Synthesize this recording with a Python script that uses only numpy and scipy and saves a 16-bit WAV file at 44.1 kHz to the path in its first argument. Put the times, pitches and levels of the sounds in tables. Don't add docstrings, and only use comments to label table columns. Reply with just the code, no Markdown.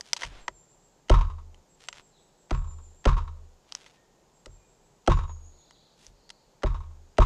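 import sys
import numpy as np
from scipy import signal
from scipy.fft import rfft
from scipy.io import wavfile
from scipy.ndimage import uniform_filter1d

SR = 44100
rng = np.random.default_rng(int(sys.argv[2]) if len(sys.argv) > 2 else 0)


def transcribe(u):
    v = np.clip(np.atleast_2d(u).T, -1, 1)
    q = np.round(v * 32767).astype(np.int16)
    wavfile.write(sys.argv[1], SR, q)


N = 319725
TIME = np.arange(N) / SR

# (time [s], ground thud [dB], knock [dB], crack [dB],
# crack centre [Hz], seating time [s], knock pitch [Hz], rattle [dB])
STABS = [(1.0963, -8, -16, -12.5, 2700, 0.0047, 683, -17), (2.5082, -16.5, -23, -19, 2130, .0055, 338, -35),
         (3.054, -10, -14.5, -10.5, 1813, .0085, 430, -17.5),
         (5.075, -10, -10.5, -12, 2690, 0.0041, 704, -23.5),
         (6.6332, -17.5, -21.5, -14.5, 1574, 0.00773, 560, -31.5),
         (7.182, -8.5, -11.5, -15.5, 2600, 0.0034, 676, -19)]
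# (frequency [Hz], spectral level [dB])
GRIT_SPECTRUM = [(170, 0.5), (340, 3.5), (500, 3.5), (800, -6), (1400, 4.5), (1900, -5), (2600, -4),
                 (3400, -8.5), (3780, -4.5), (4200, -12.5), (6500, -14), (9000, -27), (12000, -45.5),
                 (16000, -64.5)]


def from_db(db):
    return 10 ** (np.asarray(db) / 20)


def rms_one(x):
    return x / np.sqrt(np.mean(x ** 2) + 1e-20)


def add(out, s, sound):
    at = max(0, round(s * SR))
    out[at:at + len(sound)] += sound[:max(0, N - at)]


def decay(t, t60):
    return (t >= 0) * np.exp(-np.log(1000) * np.maximum(t, 0) / t60)


def ring(modes, seconds, scatter_db=0, flip=1):
    t = TIME[:int(seconds * SR)]
    hz, db, t60 = np.transpose(modes)[:, :, None]
    gain = from_db(db + scatter_db * rng.standard_normal(hz.shape))
    sign = flip ** np.arange(len(hz))[:, None]
    return np.sum(sign * gain * decay(t, t60) * np.sin(2 * np.pi * hz * t), axis=0)


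def low_pass(x, cut_hz):
    return signal.sosfilt(signal.butter(2, min(cut_hz, SR / 3), fs=SR, output="sos"), x)


def high_pass(x, cut_hz):
    return signal.sosfilt(signal.butter(2, max(cut_hz, 10), "high", fs=SR, output="sos"), x)


def colour(x, spectrum, tilt_db=0):
    octave = np.log2(np.maximum(np.fft.rfftfreq(len(x), 1 / SR), 1))
    hz, db = np.transpose(spectrum)
    gain = from_db(np.interp(octave, np.log2(hz), db) + tilt_db * octave)
    return rms_one(np.fft.irfft(rfft(x) * gain, len(x)))


def grains(per_s, spread_db, size):
    strength = from_db(spread_db * np.minimum(rng.exponential(1, size), 4))
    return (rng.random(size) < per_s / SR) * strength * rng.choice([-1, 1], size)


def forest(level_db=-63.5):
    # (frequency [Hz], spectral level [dB])
    spectrum = [(15, -50.5), (25, 12.5), (84, -4.5), (149, 5), (277, -3), (394, 2), (695, -3), (887, -2),
                (1160, -10), (2160, -16.5), (5880, -16), (6920, -11.5), (9070, -27.5), (14400, -31),
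                (16000, -52)]
    return from_db(level_db) * colour(rng.standard_normal(N), spectrum)


def scrapes():
    # (mid time [s], half length [s], level [dB], tilt [dB/octave], slip rate [1/s])
    drags = [(0.084, 0.085, -56.5, -0.5, 1800), (0.24, .079, -42.5, -3, 1000),
             (0.361, 0.13, -44.5, -5.5, 19500), (1.837, .061, -57, -1, 930), (1.971, 0.062, -52, -3.5, 900),
             (3.817, .22, -58.5, -2, 1200), (6.039, 0.097, -61, 1.5, 5400)]
    # (frequency [Hz], spectral level [dB])
    spectrum = [(200, -21.5), (700, -9), (1500, -5), (2200, -4.5), (3200, -1), (4200, -4), (6500, -5.5),
                (10000, -16), (15000, -37)]
    out = np.zeros(N)
    for s, half, db, tilt_db, slips_per_s in drags:
        slips = colour(grains(slips_per_s, spread_db=4.5, size=SR // 2), spectrum, tilt_db)
        swell = np.hanning(min(int(2 * half * SR), len(slips)))
        add(out, s - half, from_db(db) * swell * slips[:len(swell)])
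    return out


def cracks(first_db=-2, follow_gain=1.6, litter_db=-32, resonance_db=4, bite_s=0.0058):
    # (time [s], level [dB], centre [Hz], length [s])
    snaps = [(0.009, -22.5, 4670, 0.0018), (0.1324, -3, 4700, 0.0018), (0.165, -23, 3790, 0.01),
             (0.209, -32, 4500, 0.0039), (0.22, -24, 2580, 0.0037), (0.233, -19.5, 2150, 0.011),
             (0.25, -28, 2630, 0.0038), (0.4806, -16.5, 1680, 0.0034), (1.545, -42, 2800, .002),
             (1.886, -21, 3160, 0.0035), (1.928, -30.5, 2500, 0.0039), (3.723, -20, 4800, 0.00092),
             (3.751, -16.5, 5020, 0.00041), (3.863, -39, 2370, 0.0047), (4.459, -34, 4250, 0.0041),
             (5.709, -40, 2970, 0.0007), (6.0664, -31.5, 5400, .0011), (6.293, -36, 4520, 0.0014),
             (6.3023, -31, 3910, 0.0043)]
    # (time from the stab [s], level re its crack [dB])
    bite_steps = [(-.011, -25.5), (.0002, -3.5), (0.028, -29.5)]
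    # (frequency [Hz], level [dB], t60 [s])
    splinter_modes = [(569.3, -27, 0.15), (763, -24, .025), (979.2, -13.5, 0.023), (1350, -6.5, 0.0052),
                      (2010, -11, 0.0066), (2770, -12, 0.0021), (3190, -7.5, 0.0037), (4057, -11, 0.0025),
                      (4952, -5, 0.003), (5750, -6, 0.0031), (6297, -7, 0.0039), (7723, -14.5, 0.013),
                      (9100, -19, 0.0065)]
    out, t = np.zeros(N), TIME[:SR // 10]
    bites = [(s + lag, crack_db + db, hz, bite_s)
             for s, _, _, crack_db, hz, *_ in STABS for lag, db in bite_steps]
    for s, db, centre_hz, length in bites + snaps:
        tear = grains(per_s=9000, spread_db=2, size=len(t)) * np.exp(-(t / length) ** 2)
        tear *= follow_gain / (np.linalg.norm(tear) + 1e-9)
        tear[0] += from_db(first_db)
        tear += from_db(litter_db) * rng.standard_normal(len(t)) * decay(t, t60=0.052)
        wood = signal.fftconvolve(tear, ring(splinter_modes, seconds=0.14))
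        snap = high_pass(low_pass(wood, 2.5 * centre_hz), 0.29 * centre_hz)
        snap += from_db(resonance_db) * signal.lfilter(*signal.iirpeak(centre_hz, Q=2.7, fs=SR), snap)
        add(out, s, from_db(db) * snap / np.abs(snap).max())
    return low_pass(out, cut_hz=10500)


def blows(light_seat_s=0.0047, light_hz=536):
    # (time
    # [s], knock [dB], ground thud [dB])
    light_knocks = [(0.236, -57, -38.5), (0.478, -41, -52), (4.46, -45.5, -41.5), (6.064, -64, -50.5)]
    return ([(s, knock, seat_s, hz, thud) for s, thud, knock, _, _, seat_s, hz, _ in STABS]
            + [(s, knock, light_seat_s, light_hz, thud) for s, knock, thud in light_knocks])


def log_knocks(lag_s=0.003285, seat_db=-4, seat_hz=850, spot_db=-1, spot_t60=0.031):
    # (frequency [Hz], level [dB], t60 [s])
    log_modes = [(228.8, -9, 0.054), (342.5, -13, 0.14), (385.4, -8, 0.085), (528.5, -6, 0.05),
                 (616.6, -2, 0.052), (774, -2, 0.018), (999, -5.5, 0.014), (1306, -3.5, 0.018),
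                 (1653, -31, 0.054)]
    out = np.zeros(N)
    for s, db, seat_s, pitch_hz, _ in blows():
        spot_mode = (pitch_hz, spot_db, spot_t60)
        body = ring(log_modes + [spot_mode], seconds=0.2, scatter_db=1.5, flip=-1)
        seat = low_pass(ring(log_modes, seconds=0.2, scatter_db=1.5), seat_hz)
        add(out, s + lag_s, from_db(db) * body)
        add(out, s + lag_s + seat_s, from_db(db + seat_db) * seat)
    return high_pass(out, cut_hz=160)


def ground_thuds(travel_s=0.01176, sway_rise_s=0.006, sway_s=0.24, hum_rise_s=0.17, hum_s=0.54):
    # (frequency [Hz], level [dB], t60 [s])
    ground_modes = [(28.4, -4.5, 0.85), (40.68, 1, 0.76), (57.54, -10.5, 0.72), (90, -9.5, 0.67),
                    (129, -10.5, 0.46), (159.3, -11.5, 0.29)]
    stand_modes = [(27.3, -9, 4.1), (76.37, -3, 1.53), (84.24, -12.5, 1.3), (140.8, -14, .8)]
    hum_db, hum_growth = -15, 0.47
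    out, t = np.zeros(N), TIME[:SR]
    for s, *_, thud_db in blows():
        sway = ring(ground_modes, seconds=1, scatter_db=1.5)
        sway *= np.clip(t / sway_rise_s, 0, 1) * np.clip(1 - t / sway_s, 0, 1)
        add(out, s + travel_s, from_db(thud_db) * sway)
    hum = ring(stand_modes, seconds=1) * np.clip(t / hum_rise_s, 0, 1) * np.clip(1 - t / hum_s, 0, 1)
    for s, thud_db, *_ in STABS:
        add(out, s + travel_s, from_db(hum_db + hum_growth * thud_db) * hum)
    return high_pass(low_pass(out, cut_hz=310), cut_hz=27.3)


def shaking(rise_s, t60):
    out = np.zeros(N)
    for s, *_, thud_db in blows():
        rise = np.clip((TIME - s) / rise_s, 0, 1) ** 4
        out += from_db(thud_db) * rise * decay(np.maximum(TIME - s - rise_s, 0), t60)
    return out


def chips(gain_db=-28, hop_s=0.021, settle_t60=0.28):
    rasp = rng.standard_normal(SR // 100) * decay(TIME[:SR // 100], t60=0.005)
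    landings = signal.fftconvolve(grains(per_s=800, spread_db=5, size=N), rasp)[:N]
    return from_db(gain_db) * shaking(hop_s, settle_t60) * colour(landings, GRIT_SPECTRUM)


def whistle(length, pitch_hz, slur_hz, depth_hz, buzz_hz=130):
    t = TIME[:int(length * SR)]
    waver = rms_one(low_pass(rng.standard_normal(SR), buzz_hz))[-len(t):]
    pitch = pitch_hz + slur_hz * (1 - t / length) ** 2 + depth_hz * waver
    return np.sin(np.pi * t / length) * np.sin(2 * np.pi * np.cumsum(pitch) / SR)


def birds(note_s=0.1, echo_db=-4, woods_t60=1.0):
    # (pitch step [Hz], downward slur [Hz], level [dB], buzz depth [Hz])
    motif = [(202.6, 100, -3.5, 22), (0, 190, 1.5, 54), (20.36, 230, -3, 170), (204.4, 150, -7, 78)]
    # (time [s], note spacing [s], pitch [Hz], drift per note [Hz], level [dB])
    phrases = [(0.387, 0.14, 7300, 0, -58), (1.675, .165, 7380, 39.5, -61), (2.2, 0.17, 7620, -21, -68),
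               (2.515, .143, 7130, 34.5, -55), (4.323, .165, 7380, 30.5, -63.5),
               (5.116, 0.15, 6720, -90.5, -55)]
    # (time [s], length [s], pitch [Hz], downward slur [Hz], level [dB], buzz depth [Hz])
    far_calls = [(2.106, 0.14, 3844, 246.5, -66, 250), (3.914, .18, 1843, -35, -70, 24),
                 (4.542, 0.18, 2430, 30.5, -74.5, 27), (5.475, 0.56, 4040, 100.5, -64.5, 430),
                 (6.091, .41, 4370, 207, -68.5, 300), (7.088, 0.075, 4900, -260, -76.5, 17)]
    out = np.zeros(N)
    for s, gap_s, pitch_hz, drift_hz, db in phrases:
        for k, (step_hz, slur_hz, note_db, depth_hz) in enumerate(motif):
            note = whistle(note_s, pitch_hz + step_hz + k * drift_hz, slur_hz, depth_hz)
            add(out, s + k * gap_s, from_db(db + note_db) * note)
    for s, length, pitch_hz, slur_hz, db, depth_hz in far_calls:
        add(out, s, from_db(db) * whistle(length, pitch_hz, slur_hz, depth_hz))
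    trunks = rng.standard_normal(SR) * decay(TIME[:SR] - 0.02, woods_t60)
    return out + from_db(echo_db) * signal.fftconvolve(out, trunks / np.linalg.norm(trunks))[:N]


def chatter(count=18, start_s=0.022, gap_s=0.018, jitter=0.38, end_s=0.32, end_db=-62.5, scatter_db=4.5):
    crest_s, period_s, swing_db = 0.042, 0.084, 3.5
    touches = []
    for s, *_, rattle_db in STABS:
        age = start_s + gap_s * (np.arange(count) + jitter * rng.uniform(-1, 1, count))
        db = np.interp(age, [start_s, end_s], [rattle_db, end_db])
        db += swing_db * np.cos(2 * np.pi * (age - crest_s) / period_s)
        db += scatter_db * rng.standard_normal(count)
        touches += zip(s + age, db)
    return touches


def rattles(bounce_db=-7, bounce_s=0.01, tick_db=-18, buzz_db=-37):
    # (time [s], level [dB])
    slaps = [(1.21, -22), (1.3, -34), (1.383, -41), (2.785, -45), (3.179, -24), (3.277, -33.5),
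             (5.117, -12), (5.171, -25), (5.189, -24), (5.236, -31), (5.295, -36), (6.744, -30)]
    # (frequency [Hz], level [dB], t60 [s])
    part_modes = [(942, -8, 0.048), (1010, -12, 0.04), (1027, -10, 0.078), (1104, -9, 0.064),
                  (1221, -16.5, 0.072), (1307, -17, 0.075), (1392, -22.5, 0.031), (3790, -32, 0.092)]
    out, t = np.zeros(N), TIME[:4096]
    for s, db in slaps + chatter():
        touch, bounce = (ring(part_modes, seconds=0.08, scatter_db=2, flip=-1) for _ in range(2))
        tick = colour(grains(per_s=4500, spread_db=1, size=len(t)), GRIT_SPECTRUM) * decay(t, t60=0.1)
        add(out, s, from_db(db) * touch)
        add(out, s + bounce_s * rng.uniform(0.495, 1.6), from_db(db + bounce_db) * bounce)
        add(out, s, from_db(db + tick_db) * tick)
    light_touches = grains(per_s=300, spread_db=2, size=N)
    buzz = rms_one(signal.fftconvolve(light_touches, ring(part_modes, seconds=0.12, flip=-1))[:N])
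    return low_pass(out, cut_hz=9800) + from_db(buzz_db) * shaking(rise_s=0.014, t60=0.67) * buzz


def scene():
    close_by = cracks() + log_knocks() + ground_thuds() + rattles() + chips() + scrapes()
    return (close_by + birds() + forest())[None]


def record(dry, ceiling_db=-9, release_db_per_s=70, attack_s=0.0012, cutoff_hz=15600):
    level_db = 20 * np.log10(uniform_filter1d(np.abs(dry), size=90) + 1e-9)
    over_db = np.maximum(level_db - ceiling_db, 0)
    held_db = np.maximum.accumulate(over_db + release_db_per_s * TIME) - release_db_per_s * TIME
    pole = np.exp(-1 / (attack_s * SR))
    limited = dry * from_db(-signal.lfilter([1 - pole], [1, -pole], held_db))
    return signal.sosfilt(signal.ellip(10, 0.1, 80, cutoff_hz, fs=SR, output="sos"), limited)


dry = scene()
out = record(dry)
transcribe(out)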